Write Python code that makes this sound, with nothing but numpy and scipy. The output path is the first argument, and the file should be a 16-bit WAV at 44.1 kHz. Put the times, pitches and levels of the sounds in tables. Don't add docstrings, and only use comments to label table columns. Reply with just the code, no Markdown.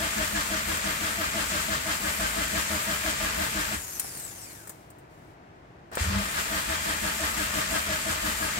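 import sys
import numpy as np
from scipy import signal
from scipy.fft import rfft, irfft, next_fast_len
from scipy.io import wavfile

SR = 44100
rng = np.random.default_rng(int(sys.argv[2]) if len(sys.argv) > 2 else 0)


def persist_wave(psi):
    counts = np.round(np.clip(psi, -1, 1) * 32767).astype(np.int16)
    wavfile.write(sys.argv[1], SR, np.atleast_2d(counts).T)


N = 378819
TIME = np.arange(N) / SR
BINS = np.fft.rfftfreq(next_fast_len(N + SR // 2), 1 / SR)
EDGE_HZ = 15850

KEY_OFF_S, SOLENOID_S, RESTART_S, GROAN_PEAK_S = 3.735, 5.915, 5.96, 6.175

# (frequency [Hz], left-right correlation)
LIKENESS = [(30, 0.88), (150, 1), (280, 1), (500, 0.17), (1200, 0.5), (2500, 0), (16000, 0)]
# (frequency at mean speed [Hz], level before load and body [dB],
# share of the load swing, rms waver [share of pitch], delay of the load [s])
GEAR_TONES = [(198.6, -45, 1.2, 0.0408, 0.00061), (310.5, -48.3, 1.6, 0.0282, 0.0089),
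              (631, -47.5, 0.95, 0.052, 0), (908, -56.5, 0.34, .05, 0.0049),
              (1320, -48, 0.99, 0.0242, .028), (1650, -41.5, 0.78, 0.014, .018),
              (3256, -50, 0.99, 0.01307, 0.032)]
# (time [s], peak level [dB])
LURCHES = [(3.755, -34), (6.004, -21)]


def amp(db):
    return 10 ** (np.asarray(db) / 20)


def evened(x):
    return x / np.sqrt(np.mean(x ** 2) + 1e-20)


def read(points, hz):
    f, value = np.transpose(points)
    return np.interp(np.log(hz + 1), np.log(f), value)


def filtered(x, gain):
    size = 2 * (len(BINS) - 1)
    return irfft(rfft(x, size) * gain, size)[..., :N]


def noise(gain):
    spectrum = rng.standard_normal(len(BINS)) + 1j * rng.standard_normal(len(BINS))
    return evened(irfft(gain * spectrum)[:N])


def waver(hz):
    return noise(np.exp(-(BINS / hz) ** 2))


def tone(hz):
    return np.sqrt(2) * np.sin(2 * np.pi * np.cumsum(hz) / SR)


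def since(s):
    return np.maximum(TIME - s, 0)


def ramp(s, rise):
    return np.minimum(since(s) / rise, 1)


def pair(gain):
    same = np.clip(read(LIKENESS, BINS), -1, 1)
    mid = filtered(rng.standard_normal(N), gain * np.sqrt(1 + same))
    side = filtered(rng.standard_normal(N), gain * np.sqrt(1 - same))
    return evened(np.array([mid + side, mid - side]))


def cabin(x, t60=0.046):
    t = np.arange(SR // 8) / SR
    echoes = rfft(rng.standard_normal(len(t)) * amp(-60 * t / t60), 2 * (len(BINS) - 1))
    same = np.clip(read(LIKENESS, BINS), -1, 1)
    mid = np.sqrt((1 + same) / 2)
    side = np.sqrt((1 - same) / 2) * echoes / abs(echoes)
    return filtered(x, np.array([mid + side, mid - side]))


def garage():
    # (frequency [Hz], relative level [dB])
    murmur = [(15, -30), (35, -6), (90, -0.5), (140, 2), (225, -6.5), (320, -2), (560, -8.5), (640, -3.5),
              (1000, -9.5), (2000, -15.5), (3400, -27), (6000, -33), (9000, -41.5), (16000, -47)]
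    # (start [s], length before the fade [s], level [dB], fade [dB/s])
    thin_hisses = [(4.698, 0.13, -61.5, 55), (5.09, 0.23, -67.5, 300)]
    dull_hz = 9500
    level = sum(ramp(s, 0.022) * amp(db - fade * since(s + length)) for s, length, db, fade in thin_hisses)
    return amp(-50.5) * pair(amp(read(murmur, BINS))) + level * pair(1 / np.hypot(1, BINS / dull_hz))


def compressions():
    # (first compression [s], time between compressions [s], number of compressions)
    spells = [(.046, .169, 23), (6.213, .1722, 15)]
    return np.concatenate([first + period * np.arange(count) for first, period, count in spells])


def strain(s):
    soft_start_db, build_s = -12, 0.44
    return soft_start_db * np.exp(-((s - RESTART_S) / build_s) ** 2) * (s > SOLENOID_S)


def crank(spin_up=.07):
    load_on, load_attack, load_hold, load_release = -0.34, 0.051, 0.23, 0.36
    loaded_db, slack_db = 1.58, -14.5
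    speed_swing, fastest = 0.0503, -.3
    rattle_rest_db, rattle_swell_db = -2.5, 5
    rattle_centre, rattle_width = 0.043, 0.27

    s = compressions()
    cycles = np.interp(TIME, np.r_[2 * s[0] - s[1], s], np.arange(len(s) + 1))
    phase = (cycles + .5) % 1 - .5
    speed = 1 + speed_swing * np.cos(2 * np.pi * (phase - fastest))
    corners = np.cumsum([load_on, load_attack, load_hold, load_release])
    load_db = np.interp(phase, corners, [slack_db, loaded_db, loaded_db, slack_db])
    swell = np.exp(-((phase - rattle_centre) / rattle_width) ** 2)
    rattle_db = rattle_rest_db + rattle_swell_db * swell
    strain_db = strain(TIME) + .5 * waver(4.3)
    lag = np.exp(-abs(TIME - RESTART_S) / spin_up) * (TIME > SOLENOID_S)
    speed = speed * (1 - lag) * (1 + .012 * waver(7.95))
    return speed, load_db + strain_db - 12 * lag, rattle_db + 0.16 * strain_db


def power():
    gears_fade_db_per_s, pull_in_db, power_rise_s = 275, -8.5, 0.029
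    pull_in = amp(pull_in_db) * ramp(SOLENOID_S, 0.018)
    return amp(-gears_fade_db_per_s * since(KEY_OFF_S)) + np.maximum(pull_in, ramp(RESTART_S, power_rise_s))


def gears(speed, load_db):
    uneven_db = 1.4
    sway, out = np.outer([.5, -.5], waver(16.3)), 0
    for hz, db, swing, rough, late in GEAR_TONES:
        late_load_db = np.interp(TIME - late, TIME, load_db)
        level = amp(db + swing * late_load_db + uneven_db * waver(8.8))
        phase = 2 * np.pi * np.cumsum(hz * speed * (1 + rough * waver(89.7))) / SR
        spread = np.arccos(np.clip(read(LIKENESS, hz), -1, 1))
        out = out + level * np.sqrt(2) * np.sin(phase + spread * sway)
    return out


def rattle(speed, rattle_db, bite=0.19, uneven_db=1.24):
    # (frequency [Hz], relative level [dB])
    colour = [(40, -18), (150, -7), (270, -10), (370, -8.5), (420, -4), (570, -7), (770, -7), (890, -1.5),
              (1050, -0.5), (1600, 1), (2100, -5.5), (3000, -5), (5000, -5.5), (16000, -34.5)]
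    tooth_hz = GEAR_TONES[1][0] * speed
    teeth = (1 + bite * tone(tooth_hz)) * amp(uneven_db * waver(110))
    return amp(-34.5 + rattle_db) * evened(teeth) * pair(amp(read(colour, BINS)))


def body():
    # (frequency [Hz], width [Hz], gain of the mode alone [dB])
    modes = [(161, 16, 8.5), (222, 9, 4.5), (289.5, 42, 6.5), (313, 5.7, 3), (601, 17, 7), (631, 17.7, 8),
             (658.3, 31, 8), (752, 7.4, 1), (871, 17, 6.5), (910, 16, 3), (1070, 8.9, 7), (1193, 21, 9),
             (1272, 70, 5), (1456, 34, 5), (1564, 44, 2.5), (1659, 22.5, 6.5), (1708, 22, -2),
             (1826, 34, 9), (2040, 44, 8), (2300, 12, -2), (2540, 23, -5.5), (2704, 14, 10.5),
             (3020, 5.4, 9), (3226, 7, 10.5)]
    return 1 + sum((amp(db) - 1) / (1 + 2j * (BINS - hz) / width) for hz, width, db in modes)


def hum():
    # (frequency [Hz], width [Hz], rms level before drive [dB])
    bands = [(216, 20, -50), (1339, 8.5, -56), (2407, 114, -45), (7080, 20, -50)]
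    return cabin(sum(amp(db) * noise(1 / (1 + ((BINS - hz) / width) ** 2)) for hz, width, db in bands))


def knocks(load_db, lead=.028, rise=.011, uneven_db=1.2):
    # (frequency [Hz], level before onset and strain [dB], 60 dB decay time [s])
    mounts = [(54, -43, 0.29), (81, -37.5, 0.34)]
    # (frequency [Hz], relative level [dB])
    rumble = [(20, -40), (32, -18), (48, 11.5), (80, 8.5), (105, -2.5), (170, -1.5), (260, -13.5),
              (600, -51)]
    t, out, times = np.arange(SR // 3) / SR, np.zeros(N), compressions()
    ring = sum(amp(db - 60 * t / t60) * np.sin(2 * np.pi * hz * t) for hz, db, t60 in mounts)
    ring = ring * (1 - np.exp(-t / rise))
    for s, chance in zip(times, rng.standard_normal(len(times))):
        level = amp(2.9 + strain(s) + uneven_db * chance)
        out += level * np.interp(TIME - s + lead, t, ring, 0, 0)
    return out + amp(-42.0 + 0.28 * load_db) * pair(amp(read(rumble, BINS)))


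def brushes(rattle_db, grain_db=0.8, flutter_db=1.45, count=4):
    # (frequency [Hz], relative level [dB])
    colour = [(500, -27), (2000, 5), (3500, -3.5), (5600, -5), (6800, 0), (7600, 1.5), (8250, -2),
              (8800, 1), (9450, -4), (11200, -7), (12000, -3.5), (12900, -3), (14000, -7), (16000, -10.5)]
    hold_s, fade_db_per_s = 0.012, 190
    inrush_db, inrush_s, spin_up_s = -2.5, 0.058, 0.24
    t = since(RESTART_S)
    inrush = amp(inrush_db) * (t / inrush_s * np.exp(1 - t / inrush_s)) ** 2
    running = 1 - np.exp(-(t / spin_up_s) ** 2)
    level = amp(-fade_db_per_s * since(KEY_OFF_S + hold_s)) + inrush + running
    steady = pair(amp(read(colour, BINS)))
    place = np.minimum(BINS / EDGE_HZ, 1) * (count - 1)
    hiss = 0
    for k in range(count):
        band = filtered(steady, np.maximum(1 - abs(place - k), 0))
        hiss = hiss + band * amp(flutter_db * waver(12.4))
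    return level * amp(-33.0 + 0.38 * rattle_db + grain_db * waver(270)) * hiss


def coast(grain_db=1.5):
    # (level at full speed before the housing [dB],
    # loss per tenfold drop in speed [dB])
    harmonics = [(-42, 14), (-39, 19), (-44, 26)]
    # (frequency [Hz], gain [dB])
    housing = [(500, -12), (1300, -6), (2400, -9), (3600, -21), (5200, -6), (6500, -8.5), (7900, 3.5),
               (9500, -2), (10800, -2.5), (12700, -1), (14500, -18.5), (16000, -21)]
    # (frequency [Hz], relative level [dB])
    colour = [(25, -15), (50, 0), (120, 5), (250, -3), (600, -2), (1700, 1), (2500, -2.5), (3400, -7.5),
              (5000, -3), (7200, 1.5), (8100, -1.5), (9000, 3), (10500, -3), (12700, 0), (16000, -8.5)]
    from_s, to_s, start_hz, bend = 3.74, 4.95, 7800, 1.26
    rise_s, fade_s, fade_length_s = 0.068, 4.58, 0.3
    hiss_db, hiss_db_per_decade = -38, 14
    blur, flutter_db, jitter_hz = .034, 2.4, 500

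    speed = np.clip((to_s - TIME) / (to_s - from_s), 1e-4, 1) ** bend
    hz, decades = start_hz * speed, np.log10(speed)
    turning = ramp(from_s, rise_s) * (1 - ramp(fade_s, fade_length_s))
    whistle = 0
    for k, (db, fall_db) in enumerate(harmonics, 1):
        level = amp(db + fall_db * decades + read(housing, k * hz) + flutter_db * waver(40))
        whistle = whistle + level * tone(k * hz * (1 + blur * waver(jitter_hz)))
    level = amp(hiss_db + hiss_db_per_decade * decades + grain_db * waver(250))
    return turning * (cabin(whistle) + level * pair(amp(read(colour, BINS))))


def lurches():
    swing_hz, rise_s = 72.8, 0.017

    def swing(t):
        return (t / rise_s * np.exp(1 - t / rise_s)) ** 2 * np.sin(2 * np.pi * swing_hz * t)
    return sum(amp(db) * swing(since(s)) for s, db in LURCHES)


def hits(rows, colour):
    strike = sum(amp(db - 60 * abs(TIME - s) / t60) * (TIME >= s) for s, db, t60 in rows)
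    return strike * pair(amp(read(colour, BINS)))


def clicks():
    # (time [s], rms level at the start [dB], 60 dB decay time [s])
    rows = [(3.9965, -18.3, 0.05), (4.174, -32, 0.035), (4.198, -31, .04), (4.251, -33, .015),
            (4.6725, -38.5, 0.085), (4.694, -34.5, 0.076), (4.903, -45.5, .05), (4.985, -55, .1),
            (5.915, -50, 0.065), (5.932, -45, 0.062), (5.953, -29, .065)]
    # (frequency [Hz], relative level [dB])
    colour = [(200, -41), (1500, -14), (3500, -16), (6000, -11.5), (7800, -2.5), (9000, 1.5), (11000, -15),
              (13000, -3), (16000, -5)]
    return hits(rows, colour)


def clunks():
    # (time [s], rms level at the start [dB], 60 dB decay time [s])
    rows = [(4.044, -37.5, .06), (4.673, -43.5, .06), (4.695, -42.5, .07), (5.915, -41.5, 0.56),
            (5.972, -23.5, 0.047)]
    # (frequency [Hz], relative level [dB])
    colour = [(60, -20.5), (300, -1), (560, 5.5), (900, 1), (1800, 1.5), (4000, -43), (16000, -42.5)]
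    return hits(rows, colour)


def groan(rough=0.027):
    from_hz, to_hz, glide_s = 110, 202, .055
    groan_db, swell_db_per_s, fade_db_per_s = -28, 120, 180
    shudder_db, shudder_hz, shudder_width_hz, shudder_fade_db_per_s = -33, 78, 30, 260

    hz = to_hz + (from_hz - to_hz) * np.exp(-since(RESTART_S) / glide_s)
    before, after = np.maximum(GROAN_PEAK_S - TIME, 0), since(GROAN_PEAK_S)
    level = amp(groan_db - swell_db_per_s * before - fade_db_per_s * after)
    drone = level * tone(hz * (1 + rough * waver(80)))
    shudder_level = amp(shudder_db - shudder_fade_db_per_s * since(GROAN_PEAK_S + 0.013))
    shudder = shudder_level * noise(np.exp(-((BINS - shudder_hz) / shudder_width_hz) ** 2))
    return ramp(LURCHES[-1][0], 0.046) * (drone + shudder)


def scene():
    speed, load_db, rattle_db = crank()
    drive = power()
    grinding = filtered(drive * (gears(speed, load_db) + rattle(speed, rattle_db)), body())
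    starter = grinding + drive * (hum() + knocks(load_db)) + brushes(rattle_db * drive)
    return garage() + starter + coast() + lurches() + clicks() + clunks() + groan()


def record(dry):
    # (frequency [Hz], left minus right [dB])
    balance = [(40, -1.5), (150, 0.5), (300, 2), (2500, 2.5), (3200, 4), (4500, 0), (6300, 2.5), (7700, 10),
               (8800, 5), (9500, 2), (15000, 0.5)]
    lag_s, bass_cut_hz = .00041, 36
    levels = amp(np.outer([.5, -.5], read(balance, BINS)))
    delays = np.exp(-2j * np.pi * np.outer([0, lag_s], BINS))
    bass_cut = 1 - np.exp(-(BINS / bass_cut_hz) ** 4)
    heard = filtered(dry, levels * delays * bass_cut)
    band_limit = signal.firwin(511, EDGE_HZ, window=("kaiser", 9), fs=SR)
    return signal.oaconvolve(heard, band_limit[None], "same")


dry = scene()
out = record(dry)
persist_wave(out)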